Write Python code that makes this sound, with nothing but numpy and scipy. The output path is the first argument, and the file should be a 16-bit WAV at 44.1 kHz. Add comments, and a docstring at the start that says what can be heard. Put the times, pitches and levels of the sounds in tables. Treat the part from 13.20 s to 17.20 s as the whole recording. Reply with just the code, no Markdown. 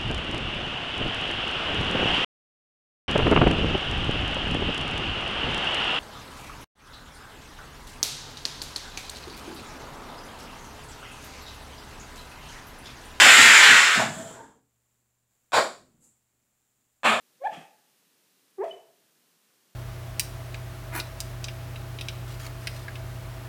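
"""Hockey practice in a low basement room, on a small microphone far enough off to hear mostly walls.
First a loud, gritty scrape, probably pucks swept over the hard floor, dies away among bumps. Around
one second in, a puck wobbles to rest on its rim, leaving mains hum, a low rush and hiss. At 2.3 s the
stick blade slaps the floor; the player steps up, clothes brush on the swing, and at 3.8 s a slap shot
cracks."""
import sys
import numpy as np
from scipy import signal
from scipy.fft import rfft, irfft
from scipy.io import wavfile

SR = 44100
rng = np.random.default_rng(int(sys.argv[2]) if len(sys.argv) > 2 else 0)


def to_wav(sig):
    """Store sig (one row per channel, or 1-D mono) as 16-bit WAV at the path in sys.argv[1].

    Samples outside -1..1 are clipped; the rate is SR.
    """
    pcm = np.clip(np.atleast_2d(sig), -1, 1) * 32767
    pcm = np.round(pcm).astype(np.int16)
    wavfile.write(sys.argv[1], SR, pcm.T)  # frames by channels


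N = 176400

# force of the scrape (time [s], level [dB])
SCRAPE_LEVEL = [(0, -8.5), (.12, -10.5), (.36, -11.5), (.46, -12), (.54, -16), (.62, -17), (.72, -19),
                (.8, -29), (.86, -53), (.95, -50)]
# floor and pucks under the scrape (frequency [Hz], relative level [dB])
SCRAPE_BODY = [(60, -45), (200, -30), (450, -17.5), (800, -13), (1150, -6.5), (1550, 1), (2100, -0.5),
               (2800, -4), (4000, -10), (6000, -19.5), (9500, -28.5), (15500, -45.5)]
# broad rasp, sinking as the pucks slow (time [s], pitch [Hz], level [dB])
RASP = [(0, 1981, -22), (.28, 2200, -17.5), (.4, 1844, -16), (0.511, 1812, -12), (0.619, 1750, -19.5),
        (.75, 1650, -28), (.85, 1579, -69)]
# fine hiss of rubber sliding on grit (time [s], level [dB])
SLIDE_LEVEL = [(0, -22), (.2, -23.5), (.45, -28), (.72, -37), (.82, -48.5), (.92, -46), (1.07, -50.5),
               (1.14, -62), (1.24, -68), (1.31, -79.5), (1.38, -92)]
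# colour of that hiss (frequency [Hz], relative level [dB])
SLIDE_BODY = [(200, -8.5), (1500, 6), (2600, -1.5), (3250, 6.5), (4200, -3), (5500, -6.5), (7500, 3),
              (10000, -7.5), (15500, -15.5)]
# pucks bumping the blade and one another (time [s], thud level [dB], clack level [dB])
BUMPS = [(.0, -40, -30), (.035, -47, -26), (.172, -36, -33.5), (.24, -47, -39.5), (0.476, -39, -37.5),
         (.745, -35.5, -34), (.78, -53, -24.5), (0.841, -43.5, -37.5), (0.952, -45, -68), (1.126, -62, -51)]
# thud of the floor (frequency [Hz], relative level [dB])
THUD_BODY = [(40, -32), (75, -26), (105, 1.5), (160, -5), (235, 6), (330, -4.5), (700, -24.5), (2000, -56),
             (15500, -86)]
# clack of a puck (frequency [Hz], relative level [dB])
CLACK_BODY = [(100, -31.5), (350, -8), (520, -7.5), (640, 7), (1100, 0), (1600, 1.5), (2300, -15.5),
              (5000, -20.5), (15500, -43)]
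# rings of the wobbling puck (pitch [Hz], width [Hz], start [s], length [s], level [dB])
WOBBLE_RINGS = [(153, 54, .83, 0.24, -44.5), (280, 80, 1.12, 0.13, -53), (454, 32, 1.0, 0.194, -49),
                (665, 29, 0.938, 0.212, -36), (918, 59, 1.147, 0.087, -43.5),
                (1622, 90, 1.17, 0.059, -47.5), (1470, 590, .9, 0.33, -49)]
# rumble of the rolling rim (time [s], level [dB])
ROLL_LEVEL = [(.84, -58), (.93, -40.5), (1.18, -53), (1.29, -65), (1.35, -74), (1.39, -93.5)]
# colour of that rumble (frequency [Hz], relative level [dB])
ROLL_BODY = [(50, -18), (130, 0), (400, -5), (900, -7), (1700, -14.5), (2500, -27), (5000, -34),
             (15500, -54)]
# hum of mains and lights (frequency [Hz], level [dB])
HUM_TONES = [(70, -89), (119.5, -80), (240, -92)]
# the hum swells and sinks (time [s], gain [dB])
HUM_SWELL = [(1.5, 0), (2.08, -1.5), (2.14, -5.5), (2.35, -4.5), (2.9, -3), (3.35, -6.5), (3.5, -7)]
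# low rush of the room (frequency [Hz], relative level [dB])
AIR_COLOUR = [(20, -6), (50, -9), (100, -8), (220, -1.5), (320, -9.5), (700, -12), (2000, -20.5),
              (15500, -39.5)]
# background hiss (frequency [Hz], relative level [dB])
HISS_COLOUR = [(100, 3.5), (2000, 0), (5500, -5), (7500, 1), (10000, -2.5), (15500, -1)]
# the hiss swells and sinks (time [s], gain [dB])
HISS_SWELL = [(1.4, -4.5), (1.7, -0.5), (2.08, -3.5), (2.12, 1), (3.1, -1.5), (3.5, 0.5)]
# the blade landing, then lying flat (time [s], level [dB], hardness [0 floor slap to 1 shot])
BLOWS = [(2.32, -21.5, 0.12), (2.333, -23.5, 0), (2.353, -20.5, 0.026), (3.833, -22.5, 0.89),
         (3.843, -24.5, 0.92), (3.868, -22.5, 0.97), (3.908, -26.5, 0.83), (3.943, -45, 1)]
# colour of a blow (frequency [Hz], floor slap level [dB], shot level [dB])
BLOW_BODY = [(40, -49, -41.5), (116.2, -21.5, -20.5), (178.8, -24.5, -18), (228.4, -20, -1.5),
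             (278, -19.5, -25), (444, -11, -11.5), (637, 0.5, -1.5), (850, -5, -3.5), (1079, -0.5, -2.5),
             (1220, -6.5, 2), (1503, -7.5, -6), (1750, -14, -2), (1900, -14.5, -13.5), (2400, -15, -0.5),
             (2750, -23.5, -6.5), (3540, -21, -11), (4750, -19, -28), (6230, -35, -34.5),
             (7470, -31, -29.5), (9210, -37, -31), (15600, -48.5, -51)]
# shoes scuffing the floor (time [s], level [dB])
SCUFF_LEVEL = [(2.5, -92.5), (2.56, -64.5), (2.68, -69.5), (2.77, -76), (2.84, -73), (2.9, -95)]
# colour of the scuffing (frequency [Hz], relative level [dB])
SCUFF_BODY = [(50, 1), (200, 10), (400, -12), (1100, -9), (2000, -19.5), (3300, -24), (15500, -44)]
# footfalls (time [s], level [dB])
STEPS = [(2.579, -65.5), (2.65, -72), (2.71, -72), (2.775, -73), (2.851, -85), (3.13, -82), (3.56, -88)]
# brushing clothes (frequency [Hz], relative level [dB])
CLOTH_BODY = [(200, 0), (600, 4), (1500, -9), (5000, -14), (7500, 4.5), (11000, -5), (15500, -17)]
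# reverberation of the basement (frequency [Hz], time to fall 60 dB [s])
ROOM_T60 = [(80, .36), (250, 0.46), (700, .3), (1500, 0.3), (3000, 0.32), (5000, 0.37), (8000, 0.42),
            (11000, .4), (15000, 0.32)]

TIME = np.arange(N) / SR


def amp(db):
    """Decibels to gain."""
    return 10 ** (np.asarray(db) / 20)


def unit_rms(x):
    """Scales to rms 1."""
    return x / np.sqrt(np.mean(x ** 2) + 1e-20)


def at_frequency(points, hz):
    """Reads a table on a log-frequency axis."""
    table_hz, value = np.transpose(points)
    return np.interp(np.log(hz + 1), np.log(table_hz + 1), value)


def fader(points, after_db=-np.inf):
    """Gain at every sample from (time [s], level [dB]); after_db=None holds the last level."""
    return amp(np.interp(TIME, *np.transpose(points), right=after_db))


def add(mix, start_s, sound):
    """Mixes a sound in at a time."""
    part = mix[round(start_s * SR):][:len(sound)]
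    part += sound[:len(part)]


def ring(body, size=4096):
    """Minimum-phase impulse response of a body, with energy 1."""
    log_gain = np.log(amp(at_frequency(body, abs(np.fft.fftfreq(size, 1 / SR)))))
    response = np.fft.ifft(np.exp(np.conj(signal.hilbert(log_gain)))).real[:size // 2]
    return response / np.linalg.norm(response)


def coloured(x, body):
    """Passes a steady signal through a body; rms 1."""
    return unit_rms(signal.oaconvolve(x, ring(body))[:N])


def noise(body):
    """Steady noise in the colour of a body; rms 1."""
    return coloured(rng.standard_normal(N), body)


def resonate(x, hz, width_hz):
    """A steep resonance that follows a pitch curve; rms 1."""
    carrier = np.exp(2j * np.pi * np.cumsum(hz) / SR)
    pole = np.exp(-np.pi * width_hz / SR)
    baseband = signal.lfilter([(1 - pole) ** 2], [1, -2 * pole, pole ** 2], x / carrier)
    return unit_rms((carrier * baseband).real)


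def drift(rate_hz):
    """Smooth random wander; rms 1."""
    hz = np.fft.rfftfreq(N, 1 / SR)
    return unit_rms(irfft(rfft(rng.standard_normal(N)) * np.exp(-(hz / rate_hz) ** 2), N))


def impacts(per_s, spread_db=3.5):
    """Random tiny impacts of uneven size."""
    size = amp(spread_db * np.minimum(rng.exponential(1, N), 4))
    return size * rng.choice([-1, 1], N) * (rng.random(N) < per_s / SR)


def strike(body, db, contact_s=.004, chatter=.35):
    """One contact with a short chatter rings a body; db is its level over a tenth of a second."""
    t = np.arange(SR // 20) / SR
    force = rng.standard_normal(len(t)) * np.exp(-t / contact_s)
    force *= chatter / np.linalg.norm(force)
    force[0] += 1
    return amp(db) * np.sqrt(SR / 10) * signal.fftconvolve(force, ring(body))


def echoes(direct_db=-23.5, smear_s=.003, gap_s=.003, build_s=.014):
    """From one spot to the microphone: a weak direct sound, then reflections dying band by band."""
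    t = np.arange(SR * 3 // 4) / SR
    taps = rng.choice([-1., 1.], len(t)) * (rng.random(len(t)) < .2)
    hz, frame_s, bands = signal.stft(taps, SR, nperseg=256)
    decay = amp(-60 * frame_s / at_frequency(ROOM_T60, hz)[:, None])
    tail = signal.istft(bands * decay, SR, nperseg=256)[1][:len(t)]
    tail *= 1 - np.exp(-(np.maximum(t - gap_s, 0) / build_s) ** 2)
    direct = taps * np.exp(-t / smear_s)
    return tail / np.linalg.norm(tail) + amp(direct_db) * direct / np.linalg.norm(direct)


def across_room(x, spots=6, shift_s=.11):
    """A source moving before the microphone fades from one spot's echoes to the next."""
    place = np.arange(len(x)) / SR / shift_s
    out = np.zeros(len(x))
    for spot in range(spots):
        away = np.minimum(abs((place - spot + spots / 2) % spots - spots / 2), 1)
        out += signal.fftconvolve(x * np.cos(np.pi / 2 * away), echoes())[:len(x)]
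    return out


def scrape(slips_per_s=2600, judder_db=.98, judder_hz=47.5, low_cut_hz=950):
    """Dense, juddering slips make floor and pucks grind and rasp; a finer sliding hiss lasts longer."""
    judder = amp(judder_db * drift(judder_hz))
    grind = coloured(impacts(slips_per_s) * judder, SCRAPE_BODY) * fader(SCRAPE_LEVEL)
    times, hz, db = np.transpose(RASP)
    rasp = resonate(impacts(slips_per_s) * judder, np.interp(TIME, times, hz), width_hz=900)
    rasp *= fader(np.c_[times, db])
    slide = coloured(impacts(slips_per_s) * judder, SLIDE_BODY) * fader(SLIDE_LEVEL)
    low_cut = signal.butter(3, low_cut_hz, "highpass", fs=SR, output="sos")
    return grind + signal.sosfilt(low_cut, rasp + slide)


def bumps():
    """Each bump is a low thud on the floor and a hard clack, from its own spot in the room."""
    out = np.zeros(N)
    for start_s, thud_db, clack_db in BUMPS:
        bump = strike(THUD_BODY, thud_db) + strike(CLACK_BODY, clack_db)
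        add(out, start_s, signal.fftconvolve(bump, echoes()))
    return out


def wobble(taps_per_s=300, ramp_s=.0048, sag_db=-9.5):
    """The rim of a settling puck rumbles and taps on the floor; each ring starts fast, sags and stops."""
    taps = impacts(taps_per_s)
    out = coloured(impacts(taps_per_s), ROLL_BODY) * fader(ROLL_LEVEL)
    for hz, width_hz, start_s, length_s, db in WOBBLE_RINGS:
        age = TIME - start_s
        gate = np.clip(np.minimum(age, length_s - age) / ramp_s, 0, 1)
        gain = amp(db + sag_db * np.clip(age / length_s, 0, 1))
        out += gain * gate * resonate(taps, np.full(N, hz), width_hz)
    return out


def room_tone(air_db=-84.5, hiss_db=-75.5, buzz_hz=120, buzz_depth=.15):
    """Heard once the puck is still: electric hum, a low rush and a hiss that pulses with the mains."""
    hum = sum(amp(db) * np.sqrt(2) * np.sin(2 * np.pi * (hz * TIME + rng.random()))
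              for hz, db in HUM_TONES)
    air = amp(air_db) * noise(AIR_COLOUR)
    hiss = amp(hiss_db) * fader(HISS_SWELL, after_db=None) * noise(HISS_COLOUR)
    buzz = 1 + buzz_depth * np.sin(2 * np.pi * buzz_hz * TIME)
    return hum * fader(HUM_SWELL, after_db=None) + air + buzz * hiss


def stick():
    """The blade strikes floor and puck, each time at a new spot; a harder blow rings brighter."""
    out = np.zeros(N)
    hz, slap_db, shot_db = np.transpose(BLOW_BODY)
    for start_s, db, hardness in BLOWS:
        body = np.c_[hz, slap_db + hardness * (shot_db - slap_db)]
        add(out, start_s, signal.fftconvolve(strike(body, db), echoes()))
    return out


def player(brush_at_s=2.818, brush_width_s=.018, brush_db=-61.5):
    """Shoes scuff and tread softly on the floor; clothes brush as the stick goes up."""
    brush = amp(brush_db) * np.exp(-.5 * ((TIME - brush_at_s) / brush_width_s) ** 2)
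    cloth = brush * noise(CLOTH_BODY)
    shoes = noise(SCUFF_BODY) * fader(SCUFF_LEVEL) * (TIME > SCUFF_LEVEL[0][0])
    for start_s, db in STEPS:
        add(shoes, start_s, strike(THUD_BODY, db))
    return shoes + cloth


def scene():
    """Pucks, stick and player as they reach the microphone, nearly all by way of the walls."""
    scraping = scrape()
    lead = SR // 10  # a mirrored lead-in, so the room is already full of the scrape at the start
    moving = np.r_[scraping[lead:0:-1], scraping + wobble() + player()]
    return (across_room(moving)[lead:] + bumps() + stick())[None]


def record(dry, peak_hz=7260, width_hz=800, ceiling=.97, edge_hz=15750):
    """A small microphone in the room tone: treble resonance, overload on the highest peaks, band limit."""
    sound = dry + room_tone()
    resonance = signal.lfilter(*signal.iirpeak(peak_hz, peak_hz / width_hz, SR), sound)
    bright = sound + amp(4) * resonance
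    limited = bright / (1 + (bright / ceiling) ** 6) ** (1 / 6)
    band_limit = signal.firwin(511, edge_hz, window=("kaiser", 9), fs=SR)
    return signal.oaconvolve(limited, band_limit[None], "same")


dry = scene()
out = record(dry)
to_wav(out)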